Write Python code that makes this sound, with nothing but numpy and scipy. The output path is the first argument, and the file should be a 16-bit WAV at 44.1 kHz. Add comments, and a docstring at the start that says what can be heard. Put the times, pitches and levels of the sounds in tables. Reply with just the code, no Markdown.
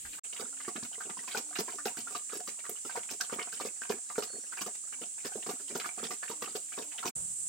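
"""Pigs eating wet mash

Two pigs eat from a metal trough in an open bamboo pen, close to the microphone. Hollow chomps are short
low rings, pops are ringing air pockets, squelches are bubble swarms, snaps are noise bursts; all ring the trough.
Shaped noise makes the shrill insects, open air and rumble; gliding sines make a far bird and soft low tones.
Three scenes follow: a short one of the pigs, a long one at the trough, then insects, air and rumble only.
The sound drops out twice, where the scene changes."""
import sys
import numpy as np
from scipy import signal
from scipy.fft import rfft, irfft
from scipy.io import wavfile

SR = 44100
rng = np.random.default_rng(int(sys.argv[2]) if len(sys.argv) > 2 else 0)


def to_wav(sig):
    """Store sig (one row per channel, or 1-D mono) as 16-bit WAV at the path in sys.argv[1].

    Samples outside -1..1 are clipped; the rate is SR.
    """
    pcm = np.clip(np.atleast_2d(sig), -1, 1) * 32767
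    pcm = np.round(pcm).astype(np.int16)
    wavfile.write(sys.argv[1], SR, pcm.T)  # frames by channels


N = 329868
TIME = np.arange(N) / SR
TOP_HZ = 15800


def undb(db):
    """Decibels to gain."""
    return 10 ** (np.asarray(db) / 20)


def unit(x):
    """Scale to rms 1."""
    return x / np.sqrt(np.mean(x ** 2) + 1e-20)


def curve(rows):
    """Join the second column of a table by straight lines in time."""
    times_s, values = np.transpose(rows)
    return np.interp(TIME, times_s, values)


def add(track, start_s, sound):
    """Mix a sound into a track from start_s on."""
    start = int(np.clip(start_s * SR, 0, N - 1))
    track[..., start:start + sound.shape[-1]] += sound[..., :N - start]


def band(x, lo_hz, hi_hz, order=2):
    """Butterworth band-pass."""
    edges_hz = [lo_hz, min(hi_hz, SR / 2 - 1)]
    return signal.sosfilt(signal.butter(order, edges_hz, "band", fs=SR, output="sos"), x)


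def noise(spectrum, channels=2):
    """Independent noises of one colour, rms 1."""
    hz, db = np.transpose(spectrum)
    bins_hz = np.fft.rfftfreq(N, 1 / SR)
    gain = undb(np.interp(np.log(bins_hz + 1), np.log(hz), db))
    return unit(irfft(rfft(rng.standard_normal((channels, N))) * gain, N))


def walk(rate_hz):
    """Random wander: normal draws at rate_hz, joined by straight lines."""
    steps = rng.standard_normal(4096)
    return np.interp(TIME * rate_hz, np.arange(len(steps)), steps)


def pan(db):
    """Gains of the two channels for a left minus right level."""
    return undb(np.array([[db], [-db]]) / 2)


def bubble(hz, decay_s, attack_s, glide):
    """An air pocket opens and rings; its pitch rises as it shrinks."""
    t = np.arange(int(8 * decay_s * SR)) / SR
    pitch_hz = hz * (1 + glide * np.tanh(t / decay_s - 1))
    envelope = (1 - np.exp(-t / attack_s)) * np.exp(-t / decay_s)
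    return envelope / envelope.max() * np.sin(2 * np.pi * np.cumsum(pitch_hz) / SR)


def swarm(length_s, hz, octaves, cycles, scatter_db, rise_octaves=0., count=16):
    """Small bubbles of mixed sizes burst around the middle of a squeeze, over three lengths in all."""
    t = np.arange(int(3 * length_s * SR)) / SR
    when, pitch, size = rng.standard_normal((3, count, 1))
    when = np.clip(np.expm1(0.39 * when) / 1.1 - .05, -1, 1)  # start in a rush, trail off
    f = np.clip(hz * 2 ** (octaves * pitch + rise_octaves * when), 100, TOP_HZ)
    turns = np.maximum(t - length_s * (1 + when), 0) * f
    age = np.minimum(turns / cycles, 20)
    gain = np.sqrt(f) * undb(scatter_db * size) * np.exp(-age)
    rings = gain * np.sin(2 * np.pi * turns * (1 + 0.046 * np.minimum(age, 5)))
    # small bubbles radiate no deep bass
    radiated = signal.lfilter([1, -1], [1, -np.exp(-2 * np.pi * 110 / SR)], rings.sum(axis=0))
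    return unit(radiated) / np.sqrt(3)


def echoes(t60_s, lo_hz, hi_hz, size=16384):
    """Dense decaying reflections, near unit energy before the band-pass, different at each ear."""
    t = np.arange(size) / SR
    tail = band(rng.standard_normal((2, size)), lo_hz, hi_hz, order=4)
    fade = np.exp(-np.log(1000) * t / t60_s) * (1 - np.exp(-t / 0.00023))
    return tail * fade / np.sqrt(np.sum(fade ** 2))


def scattered(sound, size=2048):
    """The snout keeps moving, so the trough walls scatter every sound differently to the two ears."""
    walls = echoes(0.036, 614, 16000, size)
    both = undb(-0.26) * signal.fftconvolve(sound[None], walls, axes=1)
    both[:, :len(sound)] += undb(-4.0) * sound
    return both


# open air spectrum, relative: pitch_hz, level_db
AIR_SPECTRUM = [(20, -26), (80, -3), (160, -2), (290, 8), (550, -15), (1300, -9), (3000, 4.5), (6000, -7),
                (11000, 2.5), (16000, -4)]


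def open_air():
    """Broad hiss of the open air, its level wandering slightly."""
    return noise(AIR_SPECTRUM) * undb(-64 + 1.0 * walk(10))


# slow level changes of the pen's air, used about their mean: time_s, level_db
PEN_AIR_LEVEL = [(0.3, -63.5), (2.78, -61.5), (3.49, -62.5), (3.61, -64.5), (4.96, -63.5), (5.98, -61.5),
                 (7.05, -60)]


def pen_drift():
    """Gain of the slow changes in the pen's air."""
    level_db = curve(PEN_AIR_LEVEL)
    return undb(level_db - level_db.mean())


# low rumble spectrum, relative: pitch_hz, level_db
RUMBLE_SPECTRUM = [(20, -17), (50, -4), (110, -8), (170, 2.5), (230, -16), (450, -18.5), (1200, -22),
                   (5000, -47)]


def low_rumble():
    """Low noise, the same in both channels, with a brief swell in the last scene."""
    swell_db = 16.0 * np.exp(-np.abs(TIME - 7.175) / 0.079)
    return noise(RUMBLE_SPECTRUM, channels=1) * undb(-66.0 + 2 * walk(33) + swell_db)


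def low_bump():
    """A soft burst of bass noise in the first scene, one channel's worth for both."""
    swell = np.exp(-((TIME - .06) / 0.057) ** 2)
    return unit(band(rng.standard_normal(N), 25, 98)) * undb(-63.5) * swell


# insect chorus spectra at the pen and in the last scene, relative: pitch_hz, level_db
INSECT_SPECTRUM = [(3500, -24.5), (5500, -13.5), (6600, -4.5), (7200, 3.5), (7650, 7), (8200, 2),
                   (8800, 2.5), (9500, -4.5), (10500, -16), (12000, -56), (16000, -24)]
LAST_INSECT_SPECTRUM = [(3500, -33), (5500, -23), (6600, -12), (7200, -4.5), (7700, 1.5), (8200, -2),
                        (8900, -2.5), (9600, -9), (10700, -19.5), (12500, -32), (16000, -36)]


def insects(spectrum, db, pan_db):
    """Countless shrill callers merge into a slightly shimmering hiss."""
    return noise(spectrum) * undb(db + 0.3 * walk(3.8) + 0.51 * walk(60)) * pan(pan_db)


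def tones(notes, waver, overtone):
    """Sines that swell and fade while their pitch slides and wavers."""
    out = np.zeros(N)
    wobble = 1 + waver * walk(70)
    for start_s, length_s, start_hz, end_hz, db in notes:
        u = np.linspace(0, 1, int(length_s * SR))
        slide_hz = start_hz + (end_hz - start_hz) * u
        hz = slide_hz * np.roll(wobble, -int(start_s * SR))[:len(u)]
        phase = 2 * np.pi * np.cumsum(hz) / SR
        wave = np.sin(phase) + overtone * np.sin(2 * phase)
        add(out, start_s, undb(db) * np.sin(np.pi * u) * wave)
    return out


# far bird whistles: start_s, length_s, start_hz, end_hz, level_db
BIRD_NOTES = [(4.05, .11, 3960, 3880, -63), (4.24, .17, 4385, 4365, -52), (4.39, .09, 4380, 4370, -66),
              (4.385, .07, 5800, 5500, -56), (4.44, .08, 5520, 5440, -59)]


def bird():
    """A far bird whistles pure gliding notes."""
    return undb(-0.5) * tones(BIRD_NOTES, waver=.003, overtone=0)


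# soft low tones: start_s, length_s, start_hz, end_hz, level_db
LOW_TONES = [(.44, .28, 276, 262, -64), (.72, .25, 272, 266, -68), (1.1, .21, 256, 272, -68),
             (1.41, .17, 296, 304, -59), (1.75, .12, 305, 275, -60), (1.95, .24, 285, 250, -62),
             (4.87, .2, 262, 254, -66), (5.58, .13, 280, 272, -62), (6.34, .12, 302, 292, -60),
             (6.82, .12, 280, 305, -61)]


def hums():
    """Soft low tones, each with an octave overtone."""
    return undb(-0.5) * tones(LOW_TONES, waver=.01, overtone=.3)


def nibbles(count=340):
    """Faint wet ticks and gurgles: small air pockets at random, coming in spells."""
    out = np.zeros((2, N))
    for start_s in rng.uniform(0, N / SR, count):
        pitch, size = rng.standard_normal(2).clip(-2, 2)
        hz = 1450 * 2 ** (.85 * pitch)
        tick = bubble(hz, 3.4 / hz, attack_s=0.000099, glide=0.037)
        add(out, start_s, scattered(undb(-59.0 + 0.6 * size) * tick))
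    return out * undb(7.8 * walk(23))


# a harder chomp sloshes more deep mash and presses out bigger, lower bubbles
USUAL_CHOMP_DB, SLOSH_DB, SLOSH_DB_PER_DB = -35, -42, 0.55
MASH_HZ, MASH_OCTAVES, MASH_OCTAVES_PER_DB = 1837, .92, 0.04
SQUEEZE_LAG = .42  # share of the squeeze length
SLOSH_PITCH = 0.904  # share of the mouth cavity pitch
# jaws loosen, mash slurps back; levels relative to the bite
RELEASE_LAG_S, RELEASE_LENGTH_S = 0.01, .03
RELEASE_DB, RELEASE_SLOSH_DB, RELEASE_SPRAY_DB = -16, -15.5, -29


def bite_squeezes():
    """Jaws press the mash and release it: middle_s, length_s, db, hz, octaves, spray_db, slosh_db, slosh_hz."""
    rows = []
    for start_s, db, cavity_hz, length_s, mash_db, spray_db in BITE_ROWS:
        force_db = db - USUAL_CHOMP_DB
        middle_s = start_s + SQUEEZE_LAG * length_s
        mash_hz = MASH_HZ / 2 ** (MASH_OCTAVES_PER_DB * force_db)
        slosh_db = SLOSH_DB + SLOSH_DB_PER_DB * force_db
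        slosh_hz = SLOSH_PITCH * cavity_hz
        rows.append((middle_s, length_s, mash_db, mash_hz, MASH_OCTAVES, spray_db, slosh_db, slosh_hz))
        rows.append((middle_s + length_s + RELEASE_LAG_S, RELEASE_LENGTH_S, mash_db + RELEASE_DB, mash_hz,
                     MASH_OCTAVES, spray_db + RELEASE_SPRAY_DB, slosh_db + RELEASE_SLOSH_DB, slosh_hz))
    return rows


# levels relative to the smack; blend leans bubbles from pocket pitch to mash pitch
SUCK_LAG_S, SUCK_LENGTH_S, SUCK_OCTAVES, SUCK_BLEND = .007, 0.023, 0.509, 0.35
SUCK_DB, SUCK_SPRAY_DB, SUCK_SLOSH_DB = -11.5, -27, -31
SHALLOW_SLOSH_HZ = 408


def sucks():
    """A suck at the mash follows each smack; columns as in bite_squeezes."""
    rows = []
    for start_s, db, pocket_hz in SMACK_ROWS:
        hz = pocket_hz * (MASH_HZ / pocket_hz) ** SUCK_BLEND
        rows.append((start_s + SUCK_LAG_S, SUCK_LENGTH_S, db + SUCK_DB, hz, SUCK_OCTAVES,
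                     db + SUCK_SPRAY_DB, db + SUCK_SLOSH_DB, SHALLOW_SLOSH_HZ))
    return rows


# spray and slosh relative to the lap
LAP_DB, LAP_SPREAD_DB, LAP_HZ, LAP_LENGTH_S = -62, 6, 2180, 0.021
LAP_SPRAY_DB, LAP_SLOSH_DB = -10, -8


def laps(count=30):
    """Tongues lap lightly, once at random in each equal slot of time; columns as in bite_squeezes."""
    times_s = (np.arange(count) + rng.random(count)) * N / SR / count
    levels_db = LAP_DB + LAP_SPREAD_DB * rng.standard_normal(count)
    return [(middle_s, LAP_LENGTH_S, db, LAP_HZ, SUCK_OCTAVES, db + LAP_SPRAY_DB, db + LAP_SLOSH_DB,
             SHALLOW_SLOSH_HZ) for middle_s, db in zip(times_s, levels_db)]


SPRAY_HZ = 14000


def squelches():
    """Squeezed mash bursts bubbles, throws fine spray and sloshes; sticky films crackle after it."""
    out = np.zeros((2, N))
    rows = bite_squeezes() + sucks() + laps()
    for middle_s, length_s, db, hz, octaves, spray_db, slosh_db, slosh_hz in rows:
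        wet = swarm(length_s, hz, octaves, cycles=4.0, scatter_db=7.0, rise_octaves=0.44, count=22)
        spray = swarm(length_s, SPRAY_HZ, octaves=.12, cycles=1.6, scatter_db=5, count=18)
        splash = swarm(length_s, 5550, octaves=0.22, cycles=1.3, scatter_db=2.5, count=10)
        slosh = swarm(length_s, slosh_hz, octaves=0.461, cycles=1.76, scatter_db=1.5, count=9)
        crackle = swarm(length_s, hz, octaves=0.54, cycles=0.83, scatter_db=11, count=10)
        squeeze = undb(db - 1.24) * wet + undb(slosh_db - 4.0) * slosh
        squeeze += undb(spray_db + 4.5) * spray + undb(spray_db + 9) * splash
        add(out, middle_s - length_s, scattered(squeeze))
        add(out, middle_s - length_s / 2, scattered(undb(db - 12.5) * crackle))
    return out


# wet stalks snap between the teeth: start_s, level_db, centre_hz, decay_s
SNAP_ROWS = [(.762, -26.5, 2320, .0015), (.834, -25.5, 4100, 0.00099), (1.099, -31, 1500, .001),
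             (1.374, -24.5, 5000, 0.0085), (1.557, -49, 2700, 0.0022), (1.859, -28, 3360, .002),
             (1.874, -31, 5000, .0025), (2.695, -24.5, 12500, 0.0051), (3.21, -19, 5140, .006),
             (3.392, -27, 1280, .001), (4.236, -30, 4100, 0.0054), (4.615, -31, 7960, .0017),
             (5.8, -27, 3100, 0.0028), (5.857, -33, 1580, 0.0014), (6.229, -36, 1760, .0015),
             (7.077, -26, 5030, 0.0057)]
FIBRE_HZ, FIBRE_DB, FIBRE_DECAY_S = 3600, 18, 0.00083  # level over the bite's spray


def snaps(size=2048):
    """A stalk gives way at once: a sharp tick, then a dying crack; thin fibres do so in every bite."""
    out = np.zeros((2, N))
    t = np.arange(size) / SR
    fibres = [(start_s, spray_db + FIBRE_DB, FIBRE_HZ, FIBRE_DECAY_S) for start_s, *_, spray_db in BITE_ROWS]
    for start_s, db, hz, decay_s in SNAP_ROWS + fibres:
        fade = np.exp(-t / decay_s) + 6.7 * np.exp(-t / 0.00037)
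        crack = band(rng.standard_normal(size) * fade, hz / 1.16, hz * 1.33, order=1)
        add(out, start_s, scattered(undb(db - 17.5) * unit(crack[t < 7 * decay_s])))
    return out


# lips part and an air pocket bursts: start_s, level_db, pocket_hz
SMACK_ROWS = [(.055, -41.5, 1830), (.133, -39.5, 2600), (.187, -43, 1270), (0.246, -43.5, 2640),
              (.328, -36.5, 2940), (.366, -36.5, 2840), (.453, -48, 1400), (.528, -49, 1380),
              (.57, -47, 2900), (.602, -38.5, 2040), (.649, -40.5, 1790), (.93, -40.5, 3020),
              (1.007, -36, 1555), (1.28, -36, 2500), (1.318, -33.5, 3780), (1.527, -44, 1540),
              (1.558, -28, 2780), (1.786, -37.5, 1195), (2.073, -39.5, 1395), (2.295, -40.5, 2350),
              (2.59, -42.5, 2800), (2.653, -39.5, 1890), (2.762, -45, 2950), (2.895, -36, 1550),
              (2.955, -32, 955), (3.032, -43, 2220), (3.09, -39.5, 2500), (3.207, -29.5, 1580),
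              (3.248, -43.5, 3180), (3.297, -37.5, 1430), (3.486, -48, 2480), (3.574, -42.5, 3040),
              (3.6, -35, 1170), (3.819, -34.5, 1556), (3.855, -41.5, 1600), (4.101, -37.5, 1184),
              (4.158, -38.5, 1490), (4.525, -37.5, 1530), (4.574, -33.5, 1650), (4.874, -53, 1400),
              (4.926, -38.5, 1615), (5.018, -38.5, 2920), (5.187, -43.5, 2500), (5.32, -43, 1570),
              (5.425, -40, 2820), (5.682, -38.5, 3080), (5.799, -31, 2500), (5.845, -34, 1660),
              (6.039, -31, 3440), (6.231, -33, 1710), (6.282, -37, 2640), (6.722, -37.5, 1700),
              (6.92, -41, 2580), (6.983, -33.5, 3000), (7.029, -34.5, 1360)]
BITE_POP_HZ, BITE_POP_DB = 1259, 9.5  # median pitch; level over the bite's mash
POCKET_CYCLES = 6  # per decay, so small pockets die sooner


def pops():
    """Each smack is one short ringing air pocket; every bite bursts another."""
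    out = np.zeros((2, N))
    in_bites = []
    for start_s, *_, mash_db, _ in BITE_ROWS:
        hz = BITE_POP_HZ * 2 ** (.2 * rng.standard_normal())
        in_bites.append((start_s, mash_db + BITE_POP_DB, hz))
    for start_s, db, hz in SMACK_ROWS + in_bites:
        pocket = bubble(hz, POCKET_CYCLES / hz, attack_s=0.00011, glide=0.016)
        add(out, start_s, scattered(undb(db) * pocket))
    return out


# jaws shut on the mash: start_s, chomp_db, cavity_hz, squeeze_length_s, mash_db, spray_db
BITE_ROWS = [(0.397, -38.5, 443, 0.038, -52, -57), (.68, -34, 330, 0.014, -46, -58),
             (0.757, -37, 314, 0.021, -45.5, -64), (0.827, -39.5, 198, 0.014, -55, -68),
             (1.053, -45.5, 413, 0.023, -57.5, -72), (1.096, -42, 394, .016, -47.5, -68),
             (1.17, -57, 328, 0.038, -49.5, -69), (1.277, -63, 420, 0.028, -52.5, -59),
             (1.347, -36.5, 495, 0.029, -41.5, -54), (1.374, -33.5, 458, 0.019, -52, -48.5),
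             (1.589, -26.5, 353, 0.026, -44, -45.5), (1.682, -48, 414, 0.053, -48, -63),
             (1.856, -30, 397, 0.025, -40.5, -47.5), (1.971, -43, 266, 0.034, -50.5, -55),
             (2.108, -50, 386, 0.026, -56, -61), (2.15, -44.5, 417, 0.02, -43.5, -55),
             (2.331, -39.5, 464, 0.053, -47.5, -57.5), (2.475, -46, 396, 0.026, -48, -53.5),
             (2.693, -40.5, 460, 0.019, -53, -71), (2.85, -43, 394, 0.029, -54.5, -59.5),
             (2.973, -37, 444, 0.017, -47.5, -56), (3.11, -44, 370, 0.026, -56, -51),
             (3.325, -30.5, 472, .025, -46, -56.5), (3.386, -43, 440, 0.051, -42, -64),
             (3.527, -57.5, 410, 0.029, -50.5, -57), (3.609, -34.5, 475, 0.022, -49.5, -56),
             (3.651, -34, 413, 0.026, -51.5, -53.5), (3.9, -25, 414, 0.033, -42.5, -51.5),
             (4.181, -22, 456, 0.017, -42, -50.5), (4.224, -42, 494, 0.026, -48, -54),
             (4.333, -49.5, 354, 0.068, -65.5, -79), (4.613, -38, 286, 0.014, -46.5, -46),
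             (4.663, -36, 420, 0.02, -49.5, -54), (5.014, -43, 426, 0.032, -73, -67),
             (5.249, -35, 366, .024, -46.5, -52), (5.355, -35.5, 417, 0.029, -69, -63.5),
             (5.464, -38.5, 374, 0.019, -47.5, -58), (5.491, -32, 394, 0.031, -45.5, -53.5),
             (5.598, -53.5, 380, 0.021, -61, -64), (5.709, -43, 398, 0.047, -53, -69),
             (5.753, -29, 376, 0.022, -47, -50.5), (5.858, -48, 440, 0.023, -43.5, -57),
             (5.981, -45.5, 395, 0.04, -51.5, -72), (6.029, -34.5, 393, .024, -45.5, -58),
             (6.107, -38.5, 426, 0.025, -46, -53.5), (6.298, -35.5, 430, .03, -50, -57),
             (6.422, -35, 438, 0.027, -43, -52.5), (6.475, -52, 424, 0.031, -49.5, -76),
             (6.552, -35, 396, 0.019, -49.5, -50.5), (6.777, -37.5, 406, 0.047, -46, -59.5),
             (7.055, -30.5, 416, 0.033, -44, -48.5)]
CAVITY_DECAY_S = 0.0024


def chomps():
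    """The mouth cavity gulps, the soft jowls thud under it and wet lips crack."""
    out = np.zeros((2, N))
    for start_s, db, hz, *_ in BITE_ROWS:
        gulp = bubble(hz, CAVITY_DECAY_S, attack_s=0.0081, glide=0.031)
        thud = bubble(hz * 0.592, CAVITY_DECAY_S * 1.07, attack_s=0.017, glide=0.21)
        lips = swarm(0.00347, 870, octaves=0.44, cycles=0.71, scatter_db=-26.5, count=5)
        add(out, start_s, scattered(undb(db + 1.0) * gulp))
        add(out, start_s, undb(db - 11) * thud)
        add(out, start_s, scattered(undb(db - 17.0) * lips))
    return out


# resonances of the loaded trough: pitch_hz, width_hz, level_db
TROUGH_MODES = [(231.7, 50, 6.5), (266, 8.3, -24), (362, 86, -10.5), (432, 96, 4), (722.7, 43.5, 11),
                (930, 30, 1.5), (1275, 540, -5), (2930, 290, -6)]


def trough(x):
    """The small trough radiates no deep bass and rings a little; the pen adds a faint tail."""
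    x = band(x, 100, 22000)
    ring = np.zeros_like(x)
    for hz, width_hz, db in TROUGH_MODES:
        ring += undb(db) * signal.lfilter(*signal.iirpeak(hz, hz / width_hz, fs=SR), x)
    tail = undb(-9.5) * signal.fftconvolve(x, echoes(0.22, 540, 15000), axes=1)[:, :N]
    return (undb(-2.0) * (x + ring) + tail) * pan(-1.75)


# fades of the three scenes: time_s, gain
FIRST_FADE = [(0, 1), (.191, 1), (.197, 0)]
PEN_FADE = [(.235, 0), (.244, 1), (7.09, 1), (7.112, 0)]
LAST_FADE = [(7.151, 0), (7.158, 1)]


def scene():
    """Three scenes in a row: a short one of the pigs, the long one at the trough, then insects, air and rumble."""
    air = open_air()
    feeding = trough(nibbles() + squelches() + snaps() + pops() + chomps())
    first = undb(11) * air + low_bump() + insects(INSECT_SPECTRUM, -44.0, pan_db=-1.5) + feeding
    pen = undb(3.1) * air * pen_drift() + insects(INSECT_SPECTRUM, -42.0, pan_db=-4.0)
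    pen += bird() + hums() + feeding
    last = undb(2.5) * air + low_rumble() + insects(LAST_INSECT_SPECTRUM, -37.0, pan_db=-4.0)
    return first * curve(FIRST_FADE) + pen * curve(PEN_FADE) + last * curve(LAST_FADE)


def record(dry):
    """The recorder cuts the top: a steep elliptic low-pass at TOP_HZ."""
    return signal.sosfilt(signal.ellip(10, .2, 70, TOP_HZ, fs=SR, output="sos"), dry)


dry = scene()
out = record(dry)
to_wav(out)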